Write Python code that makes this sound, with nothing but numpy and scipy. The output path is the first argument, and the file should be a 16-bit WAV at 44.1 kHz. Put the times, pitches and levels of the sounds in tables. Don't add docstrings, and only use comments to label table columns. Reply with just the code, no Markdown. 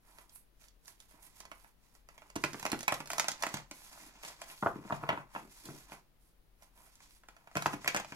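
import sys
import numpy as np
from scipy import signal
from scipy.fft import rfft, irfft, next_fast_len
from scipy.io import wavfile
from scipy.ndimage import uniform_filter1d

SR = 44100
rng = np.random.default_rng(int(sys.argv[2]) if len(sys.argv) > 2 else 0)


def persist_wave(psi):
    counts = np.round(np.clip(psi, -1, 1) * 32767).astype(np.int16)
    wavfile.write(sys.argv[1], SR, np.atleast_2d(counts).T)


N = 359415

# (time [s], card body [dB], edge snap [dB], table thump [dB])
SLAPS = [(1.142, -69, -70, -60), (2.357, -35, -32.5, -42), (2.3616, -32.5, -27.5, -34.5),
         (2.439, -21, -20, -27.5), (2.4471, -27, -31, -36), (2.5327, -45, -31.5, -46.5),
         (2.5441, -32.5, -63, -37), (2.5975, -43, -32.5, -70), (2.628, -36, -29, -50),
         (2.6531, -24, -26, -42), (2.664, -28, -24.5, -50), (2.7016, -42.5, -34, -88),
         (2.718, -28, -21.5, -47), (2.7305, -27.5, -34, -28.5), (2.7454, -35, -50, -42.5),
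         (2.7911, -43.5, -32.5, -76), (2.8075, -42, -30.5, -64), (2.8306, -37, -29.5, -70),
         (2.8806, -17.5, -19, -40), (2.918, -36.5, -42, -64), (2.923, -22.5, -24, -36.5),
         (2.9416, -35, -23, -68), (3.0039, -33, -34, -43), (3.0584, -47.5, -37.5, -67),
         (3.074, -45.5, -34.5, -82), (3.103, -32, -25, -62.5), (3.1162, -47, -26, -55),
         (3.1332, -33, -25, -46), (3.1825, -28, -20.5, -53), (3.1974, -25.5, -13, -52.5),
         (3.2436, -31, -33, -51.5), (3.2838, -27, -16, -43), (3.3176, -47, -24, -54.5),
         (3.4242, -32, -22.5, -76), (3.4361, -24.5, -22.5, -53.5), (3.4667, -29.5, -26.5, -46),
         (3.4901, -58, -36, -75), (3.5413, -31.5, -23, -38), (3.5701, -34, -31.5, -54),
         (3.7125, -39, -32.5, -50), (4.2346, -39, -51.5, -78.5), (4.2495, -42, -33, -53),
         (4.2842, -61, -33, -61), (4.4173, -38, -31.5, -74.5), (5.92, -41, -46, -53.5),
         (7.5544, -29, -32, -41), (7.5637, -30.5, -40, -28.5), (7.5697, -23, -24.5, -48),
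         (7.6228, -32.5, -27, -51), (7.6595, -19.5, -25.5, -39), (7.6656, -30, -27, -34),
         (7.726, -41, -46, -45), (7.7329, -34, -37, -38), (7.7376, -33.5, -36, -37),
         (7.8456, -36, -35.5, -46), (7.8597, -32.5, -40, -55), (7.8775, -18, -16.5, -42),
         (7.8813, -41, -21, -41), (7.9467, -25, -24, -37), (7.957, -31.5, -40, -51),
         (7.9638, -24, -24, -40), (7.9715, -26, -25, -51), (7.9996, -31, -32, -42), (8.0472, -42, -38, -73),
         (8.1224, -33, -41, -39.5)]
# (time [s], card body [dB], edge snap [dB])
TICKS = [(0.1856, -46.5, -45), (0.2948, -76, -47), (0.323, -70, -58), (0.359, -58, -52),
         (0.6844, -69, -47.5), (0.8573, -69, -47), (0.8804, -53, -38), (1.0027, -57, -40),
         (1.111, -60, -54), (1.4038, -48, -34), (1.4535, -48, -42.5), (1.5159, -38, -42.5),
         (1.599, -64, -54), (1.6455, -53, -58), (1.9515, -61, -49), (2.0885, -48.5, -46.5),
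         (2.1796, -45.5, -47.5), (2.2198, -46, -55), (2.3016, -49, -43), (5.6549, -51, -36),
         (6.623, -53.5, -49.5), (6.955, -73, -47.5), (7.0043, -55, -52.5), (7.2356, -52.5, -57),
         (7.2863, -45, -44.5), (7.366, -52.5, -50.5), (7.4736, -46.5, -53), (7.5142, -51.5, -53)]
# (time [s], card body [dB], card corner [dB], table thump [dB])
KNOCKS = [(4.626, -20, -36, -30), (4.6346, -24.5, -55, -45), (4.6613, -16, -40, -27.5),
          (4.6698, -23, -38, -56.5), (4.7592, -42, -65, -36.5), (4.788, -50, -76, -45),
          (4.8507, -43, -54, -38), (4.8996, -31.5, -52, -56), (4.9067, -25.5, -51.5, -43),
          (4.9239, -19.5, -29, -35.5), (5.03, -44, -60, -41), (5.0362, -27.5, -42.5, -39.5),
          (5.0909, -18, -18, -34.5), (5.103, -20.5, -32, -34), (5.1285, -26.5, -34.5, -36.5),
          (5.1751, -32.5, -39.5, -41.5), (5.3505, -31, -35.5, -46), (5.3618, -28.5, -36.5, -40),
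          (5.688, -41, -55, -44), (5.7016, -45, -48, -42)]
# (start [s], length [s], card body rms [dB], surface rasp rms [dB], fine hiss rms [dB])
STROKES = [(0.064, 0.17, -70.5, -75, -69.5), (0.292, 0.022, -76, -88, -81), (0.353, 0.012, -83, -73.5, -56),
           (0.617, 0.041, -75.5, -70, -69.5), (0.879, 0.016, -69, -64.5, -59.5),
           (1.01, 0.034, -77, -76, -71), (1.088, 0.048, -78, -74, -70), (1.15, 0.051, -70.5, -82, -77),
           (1.237, 0.028, -68.5, -66.5, -59), (1.29, .07, -81, -77, -85), (1.37, 0.026, -70.5, -66.5, -63),
           (1.433, 0.013, -66, -87, -83), (1.517, 0.16, -73.5, -76, -71), (1.834, 0.047, -80.5, -77, -78),
           (1.945, 0.014, -76, -76, -71), (2.11, 0.19, -70.5, -77, -76.5), (2.416, 0.19, -66, -63, -64),
           (2.605, 0.21, -66, -64, -62), (2.91, .1, -64, -66, -61), (3.104, .06, -59, -62.5, -58),
           (3.17, 0.17, -58, -60, -65), (3.405, 0.18, -57.5, -58, -63), (3.74, .15, -68.5, -63, -61),
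           (3.925, 0.15, -63, -61, -61), (4.145, .06, -66.5, -67.5, -75), (4.242, 0.064, -59.5, -55, -56.5),
           (4.412, 0.01, -58.5, -58.5, -61), (4.488, 0.031, -60, -57.5, -55.5),
           (4.567, 0.12, -85, -64, -62), (4.73, 0.11, -63.5, -73, -73), (4.87, 0.091, -61, -63.5, -66),
           (5.021, 0.18, -54, -71, -70.5), (5.342, 0.057, -60, -65, -64.5),
           (5.43, 0.032, -69.5, -73.5, -69), (5.514, 0.23, -70.5, -63.5, -62.5),
           (5.653, .17, -69.5, -64.5, -63), (5.915, 0.02, -58, -62, -60.5),
           (6.227, 0.058, -89.5, -82.5, -74.5), (6.63, 0.011, -70, -72, -67),
           (6.773, 0.1, -69, -72.5, -66.5), (6.896, 0.072, -78.5, -74, -74),
           (7.026, 0.022, -71, -64.5, -67.5), (7.108, 0.058, -80, -72.5, -68.5),
           (7.27, .25, -75, -81.5, -81.5), (7.572, 0.17, -63.5, -59.5, -59.5),
           (7.829, 0.18, -59.5, -58, -64), (8.08, .07, -65, -62, -67)]
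# (start [s], length [s], table rms [dB])
PUSHES = [(2.73, 0.026, -53), (4.02, 0.06, -64.5), (4.75, 0.071, -54.5), (5.41, 0.056, -59),
          (5.685, 0.026, -48.5), (7.73, 0.04, -54.5)]

# (frequency [Hz], relative level [dB])
BODY = [(200, -43), (400, -10), (600, 2), (950, 5.5), (1400, 0), (2000, -16.5), (4000, -65)]
# (frequency [Hz], relative level [dB])
RUBBED = [(250, -42), (500, -12.5), (700, -3.5), (950, 2.5), (1250, -4.5), (1800, -13), (3500, -37.5)]
# (frequency [Hz], relative level [dB])
CORNER = [(600, -39), (1300, -5), (1900, 0.5), (2500, 0), (3200, -9), (4500, -20.5), (8000, -35)]
# (frequency [Hz], relative level [dB])
RASP = [(1500, -43), (3200, -2), (4700, 1.5), (6800, 2), (8500, -5), (11000, -38.5)]
# (frequency [Hz], relative level [dB])
HISS = [(5000, -33), (8500, -5.5), (10800, 0.5), (12500, -3.5), (14000, -13), (16000, -20)]
# (frequency [Hz], relative level [dB], time to fall 60 dB [s])
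PACKET = [(549, 10, 0.031), (687, 20.5, 0.012), (835, -8, 0.024), (941, -7, 0.017), (1148, -11, 0.027),
          (1296, -0.5, 0.024)]
# (frequency [Hz], relative level [dB], time to fall 60 dB [s])
TABLE = [(127, -17.5, 0.07), (149.4, 2.5, 0.13), (209, -2, 0.078), (268, 9.5, 0.025), (331, 1, 0.064),
         (343, -8, 0.045)]

# (frequency [Hz], time to fall 60 dB [s])
ROOM = [(100, 0.38), (500, .22), (1500, 0.23), (5000, 0.21), (14000, 0.17)]
# (frequency [Hz], level [dB])
ROOM_LEVEL = [(100, -4), (1000, -4), (4000, -3.5), (14000, -11)]
# (frequency [Hz], left-right likeness [0 to 1])
LIKENESS = [(100, 0.57), (400, 1), (1000, 0.34), (2000, 0.15), (10000, 0.08)]
# (frequency [Hz], left minus right [dB])
BALANCE_DB = [(60, 5.5), (200, 8), (500, 4.5), (2000, 4.5), (5000, 3), (14000, 0)]
# (time [s], left minus right [dB])
HANDS = [(0.0, -6), (0.5, -8), (1.9, -7), (2.79, -5.5), (5.13, -2.5), (6.42, -6), (8.15, -2.5)]
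# (frequency [Hz], relative level per Hz [dB])
QUIET = [(15, -9), (32, -10), (43, 0.5), (56, -18), (120, -20.5), (300, -25.5), (700, -31.5), (2000, -37),
         (4000, -40), (8000, -47.5), (10500, -41), (13000, -42.5), (16000, -41.5)]
# (frequency [Hz], left-right likeness [0 to 1])
QUIET_LIKENESS = [(45, .85), (130, .5), (640, .2), (1400, 0.02), (15000, 0.01)]

QUIET_DB = -65.5
CUTOFF_HZ = 15850
LEFT_LAG_S, LAG_SCATTER_S = .00014, .00005
TICK_TABLE_DB = -20.5
RUB_TABLE_DB = -9
CORNER_SHARE, CORNER_DB = 0.82, 0.5
KNOCK_EDGE_DB = -19.5
RISE_DB_PER_S, FALL_DB_PER_S = 352.5, 254
HISS_STEEPER = 1.2
FLUTTER_PER_S, FLUTTER_FULL_DB = 70, -60.5
FLUTTER_BODY_DB, FLUTTER_CORNER_DB = 21, 19


def from_db(db):
    return 10 ** (np.asarray(db) / 20)


def rms_one(x):
    return x / np.sqrt(np.mean(x ** 2) + 1e-20)


def at_hz(points, hz):
    table_hz, values = np.array(points).T[:2]
    return np.interp(np.log(hz + 1), np.log(table_hz), values)


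def convolve(x, h):
    return signal.fftconvolve(x, np.broadcast_to(h, x.shape[:-1] + h.shape[-1:]), axes=-1)[..., :N]


def causal(points, size=4096):
    cep = irfft(at_hz(points, np.fft.rfftfreq(size, 1 / SR)) * np.log(10) / 20)
    cep[1:size // 2] *= 2
    cep[size // 2 + 1:] = 0
    h = irfft(np.exp(rfft(cep)))
    return h / np.sqrt(np.sum(h ** 2))


def ringing(modes, low_hz):
    t = np.arange(SR // 3) / SR
    h = sum(from_db(db - 60 * t / t60) * np.sin(2 * np.pi * hz * t) for hz, db, t60 in modes)
    h = signal.sosfilt(signal.butter(3, low_hz, "high", fs=SR, output="sos"), h)
    return h / np.sqrt(np.sum(h ** 2))


def pair(size, likeness):
    mid, side = rfft(rng.standard_normal((2, size)))
    alike = np.clip(at_hz(likeness, np.fft.rfftfreq(size, 1 / SR)), 0, 1)
    shared = np.sqrt(1 + alike) * mid
    opposed = np.sqrt(1 - alike) * side
    return (shared + opposed * [[1], [-1]]) / np.sqrt(2)


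def uneven(shape, spread_db):
    return from_db(spread_db * np.minimum(rng.exponential(1, shape), 4))


def left_later(x):
    return np.array([np.roll(x, round(LEFT_LAG_S * SR)), x])


def coloured(x):
    sides = [causal([(hz, side * db / 2) for hz, db in BALANCE_DB], size=1024) for side in (1, -1)]
    return convolve(x, np.array(sides))


def quiet():
    size = next_fast_len(N)
    colour = from_db(at_hz(QUIET, np.fft.rfftfreq(size, 1 / SR)))
    noise = irfft(pair(size, QUIET_LIKENESS) * colour, size)[:, :N]
    return from_db(QUIET_DB) * rms_one(coloured(noise))


def swells(rows, steep):
    t = np.arange(0, N, 64) / SR
    start, length, *levels_db = np.transpose(rows)
    before = np.maximum(start - t[:, None], 0)
    after = np.maximum(t[:, None] - start - length, 0)
    shape_db = -RISE_DB_PER_S * before - FALL_DB_PER_S * after
    powers = [from_db(2 * k * shape_db) @ from_db(2 * db) for k, db in zip(steep, levels_db)]
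    return [np.interp(np.arange(N) / SR, t, 10 * np.log10(p + 1e-14)) for p in powers]


def stroke_levels():
    return swells(STROKES, (1, 1, HISS_STEEPER))


def sliding(body, corner, rasp, hiss, table):
    body_db, rasp_db, hiss_db = stroke_levels()
    table_db = np.maximum(body_db + RUB_TABLE_DB, swells(PUSHES, (1,))[0])
    corner_db = (body_db + rasp_db) / 2 - 2.0
    clumps = np.repeat(rng.standard_normal(N // 200 + 2), 200)
    clumps = rms_one(uniform_filter1d(clumps, size=300))[:N]
    layers = [(body_db, body, .4), (corner_db, corner, .6), (rasp_db, rasp, .8),
              (hiss_db, hiss, .8), (table_db, table, .1)]
    out = 0
    for level_db, response, spread in layers:
        noise = rng.standard_normal((3, N)) * uneven(N, spread_db=3.0) * from_db(2.0 * clumps)
        shared, own = noise[0], noise[1:]
        grains = np.sqrt(1 - spread ** 2) * left_later(shared) + spread * own
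        out = out + convolve(rms_one(grains) * from_db(level_db), response)
    return out


def flicks():
    _, rasp_db, _ = stroke_levels()
    is_caught = rng.random(N) < 120 / SR
    caught = is_caught * uneven(N, spread_db=4.5) * rng.choice([-1, 1], N)
    caught *= from_db(rasp_db + 8.0)
    pitch_number = rng.integers(0, 8, N)
    t, out = np.arange(SR // 100) / SR, 0
    for k, hz in enumerate(np.geomspace(2500, 9000, 8)):
        ring = from_db(-60 * t * hz / 7) * np.sin(2 * np.pi * hz * t)
        out = out + convolve(caught * (pitch_number == k), ring)
    return left_later(out)


def flutter(body, corner):
    body_db, rasp_db, _ = stroke_levels()
    chance = FLUTTER_PER_S / SR * from_db(np.minimum(body_db - FLUTTER_FULL_DB, 0))
    claps = (rng.random(N) < chance) * rng.choice([-1, 1], N) * uneven((2, N), spread_db=2.5)
    body_claps = claps[0] * from_db(body_db + FLUTTER_BODY_DB)
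    corner_claps = claps[1] * from_db((body_db + rasp_db) / 2 + FLUTTER_CORNER_DB)
    return left_later(convolve(body_claps, body) + convolve(corner_claps, corner))


def contacts():
    blows = []
    ticks = [(s, body_db, edge_db, body_db + TICK_TABLE_DB) for s, body_db, edge_db in TICKS]
    for s, body_db, edge_db, table_db in list(SLAPS) + ticks:
        corner_db = CORNER_SHARE * body_db + (1 - CORNER_SHARE) * edge_db + CORNER_DB
        blows.append((s, body_db, corner_db, edge_db, table_db))
    for s, body_db, corner_db, table_db in KNOCKS:
        blows.append((s, body_db, corner_db, corner_db + KNOCK_EDGE_DB, table_db))
    return blows


def slaps(body, corner, rasp, hiss, table):
    size, lead = SR // 14, SR // 400
    t = (np.arange(size) - lead) / SR
    blows = contacts()
    out = np.zeros((5, 2, N + 2 * size))
    small_contacts = rng.standard_normal((len(blows), 5, size)) * uneven((len(blows), 1, size), spread_db=4.0)
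    chance = rng.random((len(blows), 4))
    envelope = from_db(np.where(t > 0, -60 * t / 0.035, 60 * t / 0.0066))
    for blow, grains, (echo, sign, place, crisp) in zip(blows, small_contacts, chance):
        s, body_db, corner_db, edge_db, table_db = blow
        force = grains * envelope
        force *= from_db(2.0) / np.sqrt(np.sum(force ** 2, axis=1, keepdims=True))
        force[:, lead] = -1
        force[:, lead + 4 + int(echo * .0012 * SR)] += .5 * (2 * sign - 1)
        hiss_db = edge_db - 9.0 + 3.9 * crisp
        force *= from_db([body_db, corner_db, edge_db, hiss_db, table_db])[:, None]
        lag_s = LEFT_LAG_S + LAG_SCATTER_S * (4 * place - 2)
        lag = max(round(lag_s * SR), 0)
        for side, at in enumerate(round(s * SR) + np.array([lag, 0])):
            out[:, side, at:at + size] += force
    parts = zip(out[..., lead:], (body, corner, rasp, hiss, table))
    return sum(convolve(force, h / np.abs(h).max()) for force, h in parts)


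def at_microphones(x):
    size = SR // 2
    hz, t = np.fft.rfftfreq(size, 1 / SR), np.arange(size) / SR
    noise = pair(size, LIKENESS) * from_db(at_hz(ROOM_LEVEL, hz))
    tail = 0
    for centre in 60 * 2 ** np.arange(9):
        band = np.cos(np.pi / 2 * np.clip(np.log2((hz + 1) / centre), -1, 1)) ** 2
        t60 = at_hz(ROOM, centre)
        energy = t60 * SR / np.log(10 ** 6)
        tail = tail + irfft(noise * band) * from_db(-60 * t / t60) / np.sqrt(energy)
    tail = tail * np.clip(t / 0.003, 0, 1)
    pan_db = np.interp(np.arange(N) / SR, *np.transpose(HANDS))
    return coloured((x + convolve(x, tail)) * from_db(pan_db * [[.5], [-.5]]))


def scene():
    body = causal(BODY, size=2 ** 14)[:SR // 3] + from_db(-12.5) * ringing(PACKET, low_hz=375)
    corner, rasp, hiss = causal(CORNER), causal(RASP), causal(HISS)
    rubs = sliding(causal(RUBBED), corner, rasp, hiss, ringing(TABLE, low_hz=167))
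    hits = slaps(body, corner, rasp, hiss, ringing(TABLE, low_hz=104))
    return at_microphones(rubs + flicks() + flutter(body, corner) + hits) + quiet()


def record(dry):
    return signal.sosfilt(signal.ellip(10, .5, 60, CUTOFF_HZ, fs=SR, output="sos"), dry)


dry = scene()
out = record(dry)
persist_wave(out)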